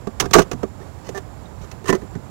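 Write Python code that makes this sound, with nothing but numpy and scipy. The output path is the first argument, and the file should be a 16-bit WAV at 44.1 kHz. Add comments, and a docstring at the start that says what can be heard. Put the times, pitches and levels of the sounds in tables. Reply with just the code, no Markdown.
"""Prying off dashboard trim

Hands pry a plastic trim panel off a car dashboard. Its clips creak, snap free and rattle, each contact
ringing clip, panel and hollow dashboard; later the loose housing is knocked and creaks in its seat.
The cabin is dead, with a bed of low rumble and hiss. The close microphone overloads on the big snap
and feeds the right channel only."""
import sys
import numpy as np
from scipy import signal
from scipy.fft import rfft, irfft
from scipy.io import wavfile

SR = 44100
rng = np.random.default_rng(int(sys.argv[2]) if len(sys.argv) > 2 else 0)


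def bounce(signal):
    """Save signal as a 16-bit WAV file at the path given by the first command-line argument."""
    frames = np.transpose(np.atleast_2d(signal))
    limited = np.clip(frames, -1, 1)
    pcm = np.round(limited * 32767).astype(np.int16)
    wavfile.write(sys.argv[1], SR, pcm)


N = 101429

# Cabin rumble and hiss, with a thin whine on top. Each row: frequency in Hz, level in dB per Hz.
BED_COLOUR = [(20, -26), (35, -14), (58, 0), (96, 0), (260, -12.5), (450, -16), (895, -17.5), (1300, -24.5),
              (3000, -37.7), (6900, -40), (7250, -29.5), (7600, -41), (16000, -50.5)]
# Steady hum. Each row: pitch in Hz, level in dB.
HUM = [(91.5, -45)]
# Trim snaps. Each row: start in seconds, then dashboard, panel and clip levels in dB.
SNAPS = [(.0705, -20, -29, -41), (.199, -26, -21, -13), (.2045, -27, -23, -18), (.223, -23, -28, -36),
         (.256, -29, -30, -39), (.3093, -30, -33, -31), (.332, -26, -28, -21), (.3345, -24, -14, -9),
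         (.340, -17, -5, -11), (.351, -1, -6, -21), (.360, -4, -14, -22), (.3833, -3, -8, -21),
         (.391, -5, -11, -18), (.401, -11, -24, -31), (.417, -23, -26, -29), (.5135, -21, -26, -29),
         (.530, -27, -33, -38), (.6305, -16, -28, -39)]
# Dull dashboard thumps. Each row: start in seconds, pitch in Hz, level in dB.
THUMPS = [(.071, 212, -20), (.205, 310, -25), (.232, 175, -24), (.262, 140, -26), (.312, 200, -25),
          (.348, 180, -13), (.388, 180, -15), (.53, 160, -24), (.632, 208, -25), (1.893, 172, -14),
          (1.901, 285, -15), (1.930, 212, -18), (2.025, 200, -29), (2.153, 165, -22), (2.168, 235, -29)]
# Plastic on plastic. Each row: start and length in seconds, swell in dB, then dashboard,
# panel or housing, and clip levels in dB.
RUBS = [(.215, .052, -9, -28, -28, -40), (.35, .08, -16, -20, -23, -27), (.80, .04, 3, -38, -47, -55),
        (1.04, .05, 8, -41, -44, -47), (1.613, .035, -3, -44, -45, -48), (1.855, .048, 19, -23, -23, -28),
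        (1.932, .035, -11, -18, -30, -41)]
# Small tabs and edges. Each row: start in seconds, pitch in Hz, level in dB, t60 in seconds.
PINGS = [(.221, 1000, -19.5, .07), (.632, 1200, -26, .05), (1.457, 3704, -43, .05), (1.715, 2620, -36, .05),
         (2.152, 1500, -36, .06)]
# Knocks on the housing. Each row: start in seconds, then dashboard, housing and clip levels in dB.
KNOCKS = [(1.0894, -23, -38, -35), (1.175, -31, -33, -35.5), (1.7135, -41, -40, -38),
          (1.842, -29, -42, -45), (1.882, -28, -27, -28), (1.891, -13, -16, -30), (1.899, -10.5, -26, -28),
          (1.926, -12, -15, -30), (1.950, -27, -34, -34), (2.018, -32, -42, -57), (2.152, -31, -39, -48)]
# The clear notes of each part. Each row: pitch in Hz, level in dB, t60 in seconds.
DASH_MODES = [(360, 0, .09), (412, -2, .07), (470, -7, .07), (645, -7, .07)]
PANEL_MODES = [(716, -3, .08), (1070, -7, .06), (1155, 0, .07), (1260, -6, .06), (1590, -8, .07)]
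CLIP_MODES = [(2880, -3, .035), (4300, -3, .035), (5700, -2, .04), (6150, 0, .04), (6620, -2, .04)]
HOUSING_MODES = [(700, -3, .08), (995, -2, .06), (1785, -1, .055), (1975, -4, .055)]
SEAT_MODES = [(392, 4, .04), (718, 4, .06), (1165, -2, .04), (1782, -1, .045)]
# The dense resonances between those notes; panel and housing share the plastic colour.
# Each row: frequency in Hz, level in dB per Hz.
DASH_COLOUR = [(70, -16), (200, -7), (390, 0), (580, -8), (900, -23), (2000, -50)]
PLASTIC_COLOUR = [(250, -28), (600, -5), (1250, 0), (1800, -8), (2400, -17), (5000, -36)]
CLIP_COLOUR = [(700, -22), (1700, 1), (2800, 1), (4800, -3), (6200, 1.5), (8500, -8), (11500, -14),
               (16000, -15)]
BOOM_COLOUR = [(25, -8), (70, -9), (180, 0), (280, -3), (600, -35)]
# Each voice: attack and t60 of the dense ring in seconds, then modes and cabin tail in dB against it.
DASH_VOICE = (.0012, .044, 2, -26)
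PLASTIC_VOICE = (.0014, .042, -3, -29)
CLIP_VOICE = (.0013, .04, -9, -32)
BOOM_VOICE = (.002, .09, -3, -24)

RING_S, LEVEL_WINDOW_S, CABIN_T60_S = .4, .01, .22
HARD_BLOW_DB, LIGHT_SHARPEN = -5, .085  # softer blows raise the dashboard's modes by up to this share
PANEL_FREE_S = .7  # from here on the hands work on the housing


def undb(db):
    """Decibels to gain."""
    return 10 ** (np.asarray(db) / 20)


def fade(t, t60):
    """Exponential decay, 60 dB down after t60."""
    return np.exp(-np.log(1000) * t / t60)


def noise(colour, size):
    """Noise at rms 1, shaped by (Hz, dB) points and silent above the last."""
    hz, db = np.array(colour, float).T
    f = np.maximum(np.fft.rfftfreq(size, 1 / SR), 1)
    gain = undb(np.interp(np.log(f), np.log(hz), db)) * (f < hz[-1])
    x = irfft(rfft(rng.standard_normal(size)) * gain, size)
    return x / np.sqrt(np.mean(x ** 2) + 1e-18)


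def add(out, start, x):
    """Mix x in at a time in seconds."""
    i = int(start * SR)
    out[i:i + len(x)] += x[:len(out) - i]


def tones(modes, pitch=1, scatter=.005):
    """Modes ring as decaying sines of alternating polarity, slightly detuned each time."""
    t = np.arange(int(RING_S * SR)) / SR
    out = np.zeros(len(t))
    for k, (hz, db, t60) in enumerate(modes):
        tuned_hz = hz * pitch * (1 + scatter * rng.standard_normal())
        out += (-1) ** k * undb(db) * np.sin(2 * np.pi * tuned_hz * t) * fade(t, t60)
    return out


def ring(modes, colour, voice, pitch=1):
    """One blow on a part: clear modes, dense resonances and the cabin's short tail."""
    attack, t60, modes_db, cabin_db = voice
    t = np.arange(int(RING_S * SR)) / SR
    head = int(LEVEL_WINDOW_S * SR)
    clear = tones(modes, pitch)
    dense = noise(colour, len(t)) * fade(t, t60)
    body = undb(modes_db) * clear / clear[:head].std() + dense / dense[:head].std()
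    body *= 1 - np.exp(-t / attack)
    tail = noise(colour, len(t)) * fade(t, CABIN_T60_S) * (1 - np.exp(-t / LEVEL_WINDOW_S))
    return body / body[:head].std() + undb(cabin_db) * tail


def parts(plastic_modes, blow_db):
    """Fresh rings of dashboard, plastic piece and clip, as every contact lands on another spot."""
    # The dashboard gives under hard blows and rings higher under light ones.
    lightness = max(1 - undb(blow_db - HARD_BLOW_DB), 0)
    return [ring(DASH_MODES, DASH_COLOUR, DASH_VOICE, pitch=1 + LIGHT_SHARPEN * lightness),
            ring(plastic_modes, PLASTIC_COLOUR, PLASTIC_VOICE),
            ring(CLIP_MODES, CLIP_COLOUR, CLIP_VOICE)]


def strikes(hits, plastic_modes):
    """Each hit rings all three parts at once, in its own balance."""
    out = np.zeros(N)
    for start, *levels in hits:
        for db, part in zip(levels, parts(plastic_modes, blow_db=levels[0])):
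            add(out, start, undb(db) * part)
    return out


def driven(slips, part):
    """A part rung by a run of slips, with the energy of rms 1 over the length of the run."""
    x = signal.fftconvolve(slips, part)
    return x / np.sqrt(np.sum(x ** 2) / len(slips) + 1e-18)


def cabin_bed(level_db=-33.5, waver_db=.8):
    """Gently wavering rumble, hiss and whine over a faint steady hum."""
    t = np.arange(N) / SR
    waver = noise([(1, 0), (8, 0), (30, -60)], N)
    hum = sum(np.sqrt(2) * undb(db) * np.sin(2 * np.pi * (hz * t + rng.random())) for hz, db in HUM)
    return undb(level_db + waver_db * waver) * noise(BED_COLOUR, N) + hum


def trim_snaps():
    """Clips let go with a bright crack and the panel rattles on the dashboard."""
    return strikes(SNAPS, PANEL_MODES)


def dashboard_thumps(t60=.12):
    """The hollow dashboard booms when the load on it changes, each spot at its own pitch."""
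    out = np.zeros(N)
    for start, hz, db in THUMPS:
        add(out, start, undb(db) * ring([(hz, 0, t60)], BOOM_COLOUR, BOOM_VOICE))
    return out


def plastic_rubs(slips_per_s=700, scatter_db=4):
    """Uneven stick-slip ticks swell or fade with the pull and ring all three parts."""
    out = np.zeros(N)
    for start, length, swell_db, *levels in RUBS:
        n = int(length * SR)
        ticks = (rng.random(N) < slips_per_s / SR) * undb(scatter_db * rng.standard_normal(N))
        slips = ticks[:n] * undb(np.linspace(0, swell_db, n))
        modes = PANEL_MODES if start < PANEL_FREE_S else HOUSING_MODES
        for db, part in zip(levels, parts(modes, blow_db=levels[0])):
            add(out, start, undb(db) * driven(slips, part))
    return out


def tab_pings():
    """Small tabs and edges each ping on one note."""
    out = np.zeros(N)
    for start, *mode in PINGS:
        add(out, start, tones([mode]))
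    return out


def housing_knocks():
    """The loose housing clacks against the dashboard."""
    return strikes(KNOCKS, HOUSING_MODES)


def seat_creak(start_s=1.147, length_s=.038, slip_hz=197, jitter=.02, seat_db=-26, clip_db=-41):
    """Nearly regular slips ring the housing's seat and a clip: a short pitched creak."""
    out, slips = np.zeros(N), np.zeros(int(length_s * SR))
    times = np.cumsum(1 + jitter * rng.standard_normal(slip_hz)) / slip_hz
    at = ((times - times[0]) * SR).astype(int)
    slips[at[at < len(slips)]] = 1
    add(out, start_s, undb(seat_db) * driven(slips, tones(SEAT_MODES)))
    add(out, start_s, undb(clip_db) * driven(slips, ring(CLIP_MODES, CLIP_COLOUR, CLIP_VOICE)))
    return out


def scene(idle_hiss_db=-79):
    """Everything sits hard right; the left holds only idle hiss."""
    left = undb(idle_hiss_db) * rng.standard_normal(N)
    right = cabin_bed() + trim_snaps() + dashboard_thumps() + plastic_rubs()
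    right += tab_pings() + housing_knocks() + seat_creak()
    return np.array([left, right])


def record(dry, ceiling=.98, sag_gain=1.2, sag_band_hz=(8, 30), top_hz=15800):
    """The input clips flat on the loudest peaks and its bias sags for a moment; then the top is cut."""
    excess = np.maximum(np.abs(dry) - ceiling, 0)
    sag_band = signal.butter(1, sag_band_hz, "bandpass", fs=SR, output="sos")
    sag = sag_gain * signal.sosfilt(sag_band, excess)
    clipped = np.clip(dry - sag, -ceiling, ceiling)
    high_cut = signal.ellip(10, .2, 80, top_hz, fs=SR, output="sos")
    return signal.sosfilt(high_cut, clipped)


dry = scene()
out = record(dry)
bounce(out)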